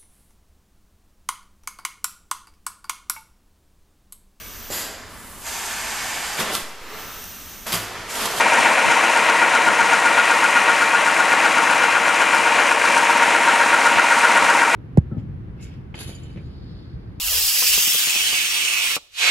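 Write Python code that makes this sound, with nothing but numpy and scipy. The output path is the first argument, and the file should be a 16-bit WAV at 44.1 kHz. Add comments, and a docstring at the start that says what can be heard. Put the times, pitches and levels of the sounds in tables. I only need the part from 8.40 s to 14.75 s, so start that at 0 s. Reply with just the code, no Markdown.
"""Big diesel idling in a steel housing

Outdoors, a few steps away, on a hand-held stereo microphone that slowly turns. Every four-stroke
cycle plays the same round: firings thump the exhaust, valves and injectors rap the block, and the
sheet-steel panels throb in step. Cooling air roars and hisses behind them, fan and gears whine
faintly, wind puffs on the microphone ports and a limiter ducks after the hardest knocks."""
import sys
import numpy as np
from scipy import signal
from scipy.fft import rfft, irfft
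from scipy.io import wavfile

SR = 44100
rng = np.random.default_rng(int(sys.argv[2]) if len(sys.argv) > 2 else 0)


def transcribe(u):
    """Save the signal u as a 16-bit wav file named by the first command-line argument.

    u: samples, shape (n,) or (channels, n), limited to [-1, 1]; the rate is SR.
    q: integer samples, one column per channel.
    """
    v = np.clip(np.atleast_2d(u).T, -1, 1)
    q = np.round(v * 32767).astype(np.int16)
    wavfile.write(sys.argv[1], SR, q)


N = 280020
TIME, FREQS = np.arange(N) / SR, np.arange(N // 2 + 1) * SR / N

CYCLE_HZ = 7.88
TURN_S = .5 / CYCLE_HZ   # two crank turns to a cycle
INTAKE_HZ, LOWER_MODE_HZ, LOW_PANEL_HZ, HIGH_PANEL_HZ = 466, 914, 930, 1434
GEAR_HZ, RING_HZ, UPPER_RING_HZ, THIN_WHINE_HZ = 1891, 2364, 2459, 3255
# throbs: cycle depth/dB, loudest at t/s, crank-turn depth/dB, loudest at t/s
LOW_THROB, LOWER_THROB = (2.0, .03, 7.0, .004), (.8, .040, 3.0, .005)
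HIGH_THROB, INTAKE_THROB = (4.6, .013, 2.3, .020), (6.7, .021, 8.9, .043)
ROAR_THROB, HISS_THROB = (.86, .0083, .43, .011), (.32, .002, .19, .005)

# valves and injectors rapping the block: t/s into the cycle, relative level/dB
BLOCK_RAPS = [(.000, 2.5), (.007, 2.5), (.015, -15), (.019, 4.5), (.032, 6), (.038, -2), (.046, 3.5),
              (.056, 3), (.064, 4), (.072, 1.5), (.084, 4.5), (.091, 1.5), (.099, 7), (.107, -31),
              (.114, -3), (.121, 6)]
# six firings thumping the exhaust: t/s into the cycle, relative level/dB
EXHAUST_FIRINGS = [(.032, -1.5), (.046, -1), (.056, 4.5), (.091, -10), (.114, -23), (.121, -0.5)]
# modes of the engine block and of the exhaust pipe: f/Hz, relative level/dB, t60/s
BLOCK_MODES = [(540, -5, .06), (590, -4, .06), (660, -5, .05), (730, -4, .05), (780, -4, .06),
               (820, -3, .07), (978, 0, .08), (1010, -3, .07), (1077, -2, .08), (1134, -4, .08),
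               (1255, -4, .07), (1320, -1, .08), (1495, -3, .07), (1570, -3, .07), (1598, -3, .07),
               (1700, -2, .07), (1760, -3, .07), (1830, -3, .07), (1940, -2, .07), (2107, -2, .07),
               (2172, -3, .07), (2272, -3, .07), (2355, -1, .07), (2459, -2, .07), (2595, -5, .06),
               (2710, -5, .06), (2850, -8, .05), (3250, -12, .04), (3900, -14, .03)]
EXHAUST_MODES = [(211, -29, 0.04), (250.5, 26, 0.054), (290, 8, 0.027)]
# weaker modes of the high panel: f/Hz, level/dB against its main mode at the start and at the end
HIGH_PANEL_MODES = [(1321, -22, -3.5), (1375, -30, -6), (1403, -10, -12), (1418, -7, -10), (1450, -11, -12),
                    (1490, -18, -6.5), (1575, -22, -5), (1596, -11, -10), (1835, -9, -14), (1905, -22, -6)]
# modes crowding the low panel's lower mode: f/Hz, level/dB against it, phase lead/turns
LOWER_CLUSTER = [(890, -9, -.15), (898, -8, .1), (922, -4, .22), (938, -6, .15), (946, -9, -.2)]
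# steady exhaust hum: harmonic of the cycle, level/dB
HUM_HARMONICS = [(8, -68.5), (16, -57), (18, -65.5), (36, -46.5)]
# fan and gear whines: f/Hz, waver/Hz, level/dB
WHINE_TONES = [(334, 2, -43.5), (977, 1.5, -38), (1134.5, 1.5, -38), (3960, 25, -46), (6700, 70, -45)]
# brief sliding rings: t/s, length/s, start f/Hz, end f/Hz, level/dB at the crest
RING_SLIDES = [(.11, .2, 1790, 1960, -26), (.93, .13, 1945, 1935, -27)]
# colour of the roar and of the hiss: f/Hz, relative level/dB
ROAR_COLOUR = [(24, -60), (40, -27), (90, -32), (130, -27), (209, -17), (333, -14), (394, -17.5),
               (457, -10), (800, -6), (1000, -7), (1130, -4.5), (1190, -9), (1300, -15.5), (1360, -4.5),
               (1410, -3.5), (1460, -6.5), (1590, -11), (1670, -8), (1850, -8), (2000, -6.5), (2110, -6),
               (2290, -10), (2390, -8.5), (2800, -11), (3400, -19), (4420, -24)]
HISS_COLOUR = [(1650, -54), (2800, -8), (3490, -10), (3920, -9.5), (4790, -7.5), (6790, -7), (9510, -9),
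               (11800, -20.5), (14300, -37.5), (15500, -48)]
# how alike the air noise is left and right: f/Hz, correlation
AIR_LIKENESS = [(30, -0.41), (60, -1.04), (130, 0.72), (290, 0.92), (640, 0.92), (1410, 0.99), (3100, 0.91),
                (5000, 1), (6500, 0.92), (8500, 0.75), (11000, 0.51), (13000, 1), (15000, 1)]
# rattle locked to the crank: f/Hz, share of the mid signal's power
RATTLE_SHARE = [(60, .5), (450, .65), (900, .75), (1400, .6), (2500, .3), (4000, .05)]
# fader ride on the hiss: t/s, level/dB
HISS_RIDE = [(0, -29.3), (.25, -28.6), (.35, -30), (.55, -29.2), (.75, -29.3), (.85, -30.5), (1.0, -29),
             (1.3, -31), (1.5, -30), (2.0, -30.2), (2.6, -31), (2.9, -30), (3.4, -30.5), (3.9, -30),
             (4.4, -29.4), (4.55, -28.3), (4.65, -29.5), (4.78, -28.3), (4.9, -29.5), (5.2, -29.3),
             (5.55, -29.8), (5.85, -28.6), (6.1, -29.6), (6.35, -29)]
# valve ticks: t/s into the cycle, usual level/dB over the hiss
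VALVE_TICKS = [(0.079, 3.5), (.049, 1), (0.061, 1.0), (0.0086, 5)]
# sharp knocks in every cycle: t/s into the cycle, usual strike level/dB
CYCLE_KNOCKS = [(.019, -13), (.065, -14)]
# the hardest knocks: t/s, strike level/dB
HARD_KNOCKS = [(1.161, -2), (1.288, 0), (1.415, -4), (1.715, -4), (2.298, -4), (2.938, 2), (3.064, -1),
               (3.191, 0), (3.571, 1), (3.826, -1), (4.079, -3), (5.911, -4)]
# strongest wind puffs: t/s, level/dB at the crest
WIND_PUFFS = [(.208, -32), (.482, -24), (.90, -35), (1.291, -28), (1.423, -29), (2.341, -37), (4.009, -34),
              (5.337, -34), (5.52, -37), (5.576, -29), (6.031, -31)]
# the mix as the microphone turns: t/s, left minus right/dB, level/dB of engine, high panel, gear whine
MIC_TURN = [(0, -.4, -17.0, -30, -30), (.2, -.4, -15.8, -28.5, -30), (.55, -.2, -17.3, -29, -32),
            (.9, -.1, -16.9, -25.8, -31), (1.2, -.1, -17.4, -25.6, -30), (2.1, 0, -17.3, -25, -28.5),
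            (3.0, .5, -17.6, -26.2, -33), (3.8, .7, -17.4, -26.3, -36), (4.3, .2, -16.8, -30, -36),
            (4.7, -.1, -16.5, -30, -36), (5.4, -.9, -16.5, -25.2, -33), (6.35, -.9, -16.6, -25.4, -33)]
# the housing heard from changing sides: t/s, level/dB of low panel, its lower mode, metallic ring,
# upper ring and thin whine, then rattle brightness/dB
HOUSING_SIDES = [(0, -28, -30.5, -32, -42, -50, .8), (.35, -27.5, -30, -35, -42, -50, 0),
                 (.7, -30, -29.5, -38, -42, -52, .8), (1.5, -36, -29, -37, -40, -58, -.3),
                 (2.2, -37, -29, -34, -39, -58, .3), (3.0, -38, -30, -34, -38, -58, .6),
                 (3.6, -38, -30, -34, -37.5, -56, 1.5), (4.2, -33, -30, -33.5, -37, -52, 1.2),
                 (4.7, -23.5, -34, -36, -42, -45.5, .6), (5.2, -22.5, -38, -43, -48, -44.5, -1.2),
                 (5.7, -22, -38, -37, -48, -43.5, -.6), (6.35, -22.5, -38, -36, -48, -44, -.9)]
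# level lean between the microphone ports: f/Hz, left minus right/dB
PORT_LEAN = [(60, 1), (110, -4), (200, 0), (380, -1), (700, 3.5), (1290, 3.5), (2380, 2.5), (4400, -1),
             (8120, -0.2), (15000, 3)]
# phase lean between the ports: f/Hz, left lead/rad
PORT_LEAD = [(0, 0), (260, 0.3), (2670, -0.1), (5860, 0.0), (8100, 0.4), (9220, 0.8), (10800, 0.4),
             (11000, 0.3), (11500, 0.1), (15200, -0.0)]


def amp(db):
    """Decibels to gain."""
    return 10 ** (np.asarray(db) / 20)


def rms_one(x):
    """Scale to rms 1."""
    return x / np.sqrt(np.mean(x ** 2) + 1e-20)


def at_hz(points):
    """A table as a curve over the spectrum, joined up on a log-frequency axis."""
    hz, values = np.transpose(points)
    return np.interp(np.log(FREQS + 1), np.log(hz + 1), values)


def in_time(rows):
    """A table's columns as automation curves, one value a sample."""
    s, *columns = np.transpose(rows)
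    return [np.interp(TIME, s, column) for column in columns]


def drift(rate_hz):
    """A smooth random wander of rms about 1."""
    pole = np.exp(-80 * np.pi * rate_hz / SR)   # one step every 40 samples
    slow = signal.lfilter([1], [1, -2 * pole, pole * pole], rng.standard_normal(N // 40 + 2002))[2000:]
    return np.interp(np.arange(N) / 40, np.arange(len(slow)), rms_one(slow))


def throb(cycle_db, cycle_s, turn_db, turn_s):
    """A swell in dB, once a cycle and once a crank turn."""
    per_cycle = cycle_db * np.cos(2 * np.pi * CYCLE_HZ * (TIME - cycle_s))
    return per_cycle + turn_db * np.cos(2 * np.pi * (TIME - turn_s) / TURN_S)


def ring(clicks, hz, t60):
    """Each click sets a dying sine ringing."""
    pole, step = amp(-60 / (t60 * SR)), 2 * np.pi * hz / SR
    return signal.lfilter([0, np.sin(step)], [1, -2 * pole * np.cos(step), pole * pole], clicks + 1e-18)


def radiated(x, low_hz):
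    """Little radiates below the modes, and a contact's finite length dulls the top."""
    thinned = signal.sosfilt(signal.butter(4, low_hz, "high", fs=SR, output="sos"), x)
    return signal.sosfilt(signal.butter(2, 5000, fs=SR, output="sos"), thinned)


def knock_times(contacts, jitter_s):
    """The sample of every contact in every cycle, each a touch early or late."""
    starts = np.arange(int(N / SR * CYCLE_HZ) + 1)[:, None] / CYCLE_HZ
    s = starts + np.array(contacts)[:, 0] + jitter_s * rng.standard_normal((len(starts), len(contacts)))
    return np.clip(s * SR, 0, N - 1).astype(int)


def struck(contacts, modes, habit_db, chance_db, low_hz, signs):
    """Knocked metal: each contact favours its own modes cycle after cycle, with some chance on top."""
    at, contact_db = knock_times(contacts, jitter_s=.00007), np.array(contacts)[:, 1]
    out = np.zeros(N)
    for hz, level_db, t60 in modes:
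        habit = amp(habit_db * rng.standard_normal(len(contacts))) * rng.choice(signs, len(contacts))
        clicks = np.zeros(N)
        clicks[at] = habit * amp(contact_db + level_db + chance_db * rng.standard_normal(at.shape))
        out += ring(clicks, hz, t60)
    return rms_one(radiated(out, low_hz))


def sung(hz, swell_db, waver_hz, chance_db):
    """A tone the engine keeps alive, throbbing in level and wavering in pitch."""
    phase = 2 * np.pi * np.cumsum(hz + waver_hz * drift(22.0)) / SR
    return rms_one(amp(swell_db + chance_db * drift(45.0)) * np.sin(phase))


def panel_mode(hz, swell_db, strike_s, sag_hz=0):
    """Struck at the same point of every cycle, a mode locks to the cycle's nearest harmonic."""
    locked_hz = round(hz / CYCLE_HZ) * CYCLE_HZ
    sag = sag_hz * TURN_S * np.sin(2 * np.pi * (TIME + .006) / TURN_S)   # pitch droops through each throb
    phase = 2 * np.pi * locked_hz * (TIME - strike_s) + sag + .5 * drift(12.0)
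    return rms_one(amp(swell_db + 1.1 * drift(14.0)) * np.sin(phase))


def engine():
    """Firings thump the exhaust pipe, valve gear clatters on the block and the intake pipe pulses."""
    exhaust = struck(EXHAUST_FIRINGS, EXHAUST_MODES, habit_db=.7, chance_db=1.5, low_hz=170, signs=[-1])
    block = struck(BLOCK_RAPS, BLOCK_MODES, habit_db=2.0, chance_db=2.5, low_hz=450, signs=[-1, 1])
    intake = sung(INTAKE_HZ, throb(*INTAKE_THROB), waver_hz=3.0, chance_db=1.5)
    return amp(-25) * exhaust + amp(-4) * block + amp(-22) * intake


def housing(low_db, lower_db, high_db, ring_db, upper_db):
    """Two steel panels throb in step with the crank, with a pair of metallic rings on top."""
    low = panel_mode(LOW_PANEL_HZ, throb(*LOW_THROB), strike_s=0, sag_hz=5)
    swell_db, strike_s = throb(*HIGH_THROB), .015
    high = panel_mode(HIGH_PANEL_HZ, swell_db, strike_s)
    for hz, start_db, end_db in HIGH_PANEL_MODES:
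        high += amp(np.linspace(start_db, end_db, N)) * panel_mode(hz, swell_db, strike_s)
    lower = panel_mode(LOWER_MODE_HZ, throb(*LOWER_THROB), strike_s=TURN_S)
    for hz, db, lead in LOWER_CLUSTER:
        lower += amp(db) * panel_mode(hz, swell_db=0, strike_s=TURN_S - lead / hz)
    rings = amp(ring_db) * sung(RING_HZ, throb(*ROAR_THROB), waver_hz=5.0, chance_db=1.0)
    rings += amp(upper_db) * sung(UPPER_RING_HZ, throb(*ROAR_THROB), waver_hz=4.0, chance_db=1.0)
    return amp(low_db) * low + amp(lower_db) * lower + amp(high_db) * high + rings


def exhaust_hum():
    """A steady low bed on harmonics of the cycle."""
    phase = 2 * np.pi * CYCLE_HZ * TIME
    return sum(np.sqrt(2) * amp(db) * np.sin(harmonic * phase) for harmonic, db in HUM_HARMONICS)


def whines(gear_db, thin_db):
    """Fan and gears sing faintly, chugging with the engine."""
    chug_db = throb(*ROAR_THROB)
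    out = sum(amp(db) * sung(hz, chug_db, waver_hz, chance_db=.5) for hz, waver_hz, db in WHINE_TONES)
    out += amp(gear_db) * sung(GEAR_HZ, chug_db, waver_hz=2.0, chance_db=1.5)
    return out + amp(thin_db) * sung(THIN_WHINE_HZ, chug_db, waver_hz=6.0, chance_db=1.0)


def crank_rattle():
    """Noise that comes round again every cycle and slowly renews itself."""
    size, carry_over = round(SR / CYCLE_HZ), .86
    fresh = rng.standard_normal((N // size + 9, size))
    cycles = signal.lfilter([1], [1, -carry_over], fresh, axis=0)[8:]
    return rms_one(cycles.ravel()[:N])


def cooling_air(colour, flicker_db):
    """A stereo rush with crank rattle mixed into its centre, flickering in six bands."""
    alike, share = np.clip(at_hz(AIR_LIKENESS), -1, 1), at_hz(RATTLE_SHARE)
    mid, side = rfft(rng.standard_normal((2, N)))
    mid = np.sqrt(1 - share) * mid + np.sqrt(share) * rfft(crank_rattle())
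    stereo = amp(at_hz(colour)) * (np.sqrt(1 + alike) * mid + np.sqrt(1 - alike) * side * [[1], [-1]])
    out, together = 0, drift(4.6)
    edges = np.geomspace(colour[0][0], colour[-1][0], 7)
    for low, high in zip(edges, edges[1:]):
        gain = amp(flicker_db * (1.2 * together + drift(3.0)))
        out = out + gain * irfft(stereo * ((FREQS >= low) & (FREQS < high)), N)
    return rms_one(out)


def hiss():
    """The bright top of the cooling air, fluttering eight times a cycle."""
    ride_db, = in_time(HISS_RIDE)
    flutter_db = .5 * np.cos(2 * np.pi * 8 * CYCLE_HZ * TIME)
    level_db = ride_db + flutter_db + throb(*HISS_THROB) + .55 * drift(12.0)
    return amp(level_db) * cooling_air(HISS_COLOUR, flicker_db=.3)


def valve_ticks(decay_s=.004):
    """A gain for the hiss: each valve tick flashes it up and dies away."""
    at = knock_times(VALVE_TICKS, jitter_s=.001)
    chance_db = 3.5 * rng.standard_normal(at.shape).clip(-3, 1.3)
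    clicks = np.zeros(N)
    clicks[at] = (amp(np.array(VALVE_TICKS)[:, 1]) - 1) * amp(chance_db)
    return 1 + signal.lfilter([1], [1, -np.exp(-1 / (decay_s * SR))], clicks + 1e-18)


def sharp_knocks():
    """Dry cracks, each one short broad pulse with the pressure falling first."""
    at = knock_times(CYCLE_KNOCKS, jitter_s=.001)
    chance_db = 2.0 * rng.standard_normal(at.shape).clip(-3, 1.5)
    clicks = np.zeros(N)
    clicks[at] = -amp(np.array(CYCLE_KNOCKS)[:, 1] + chance_db)
    for s, db in HARD_KNOCKS:
        hit = int(s * SR)
        clicks[hit - 200:hit + 200] = 0   # a hard knock takes the place of the usual one
        clicks[hit] = -amp(db)
    return radiated(ring(clicks, hz=1300, t60=.004), low_hz=400)


def sliding_rings():
    """Brief metallic rings, each swelling and fading once as its pitch slides."""
    out = np.zeros(N)
    for s, length, from_hz, to_hz, db in RING_SLIDES:
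        along = np.clip((TIME - s) / length, 0, 1)
        tone = sung(from_hz + (to_hz - from_hz) * along, throb(*ROAR_THROB), waver_hz=14.0, chance_db=2.5)
        out += amp(db) * np.sin(np.pi * along) * tone
    return out


def wind(puff_s=.036):
    """Short puffs and a lumpy breeze push the two microphone ports in opposite directions."""
    def rumble(top_hz):
        band = signal.butter(2, [70, top_hz], "band", fs=SR, output="sos")
        return rms_one(signal.sosfilt(band, rng.standard_normal(N)))
    puffs = sum(amp(db) * np.exp(-2 * ((TIME - s) / puff_s) ** 2) for s, db in WIND_PUFFS)
    breeze = amp(-55 + 3.0 * drift(1.9))
    return (puffs * rumble(top_hz=290) + breeze * rumble(top_hz=195)) * [[1], [-1]]


def brightened(x, gain_db):
    """The upper rattle comes and goes with the side of the housing."""
    presence = signal.sosfiltfilt(signal.butter(2, [2450, 3500], "band", fs=SR, output="sos"), x)
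    return x + (amp(gain_db) - 1) * presence


def mic_ports(x):
    """The two ports hear the machine with a level and phase lean that depends on pitch."""
    lean = amp(at_hz(PORT_LEAN) / 2) * np.exp(.5j * at_hz(PORT_LEAD))
    return irfft(rfft(x) * [lean, 1 / lean], N)


def scene():
    """Engine, housing, cooling air and wind at a turning microphone."""
    pan_db, engine_db, high_db, gear_db = in_time(MIC_TURN)
    low_db, lower_db, ring_db, upper_db, thin_db, bright_db = in_time(HOUSING_SIDES)
    metal = amp(engine_db) * engine() + housing(low_db, lower_db, high_db, ring_db, upper_db)
    tones = exhaust_hum() + whines(gear_db, thin_db) + sliding_rings()
    roar = amp(engine_db - 2.5 + throb(*ROAR_THROB)) * cooling_air(ROAR_COLOUR, flicker_db=.65)
    ticking_hiss = valve_ticks() * hiss()
    machine = brightened(metal + tones + roar, bright_db) + ticking_hiss + sharp_knocks()
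    return mic_ports(machine) * amp([pan_db / 2, -pan_db / 2]) + wind()


def record(dry):
    """A limiter grabs the peaks and lets go slowly; a steep filter cuts the very top."""
    threshold_db, cutoff_hz = -1.2, 15600
    peak_db = 20 * np.log10(np.abs(dry).max(0) + 1e-9)
    over_db = np.maximum(peak_db - threshold_db, 0)
    release_db = 20.0 * TIME
    held_db = np.maximum.accumulate(over_db + release_db) - release_db
    duck_db = .9 * signal.lfilter([.02], [1, -.98], held_db)   # 10:1, attack about 1 ms
    ducked = dry * amp(-duck_db)
    rounded = ducked / (1 + ducked ** 16) ** (1 / 16)   # soft-clip what slips past
    return signal.sosfilt(signal.cheby2(20, 60, cutoff_hz, fs=SR, output="sos"), rounded)


dry = scene()
out = record(dry)
transcribe(out)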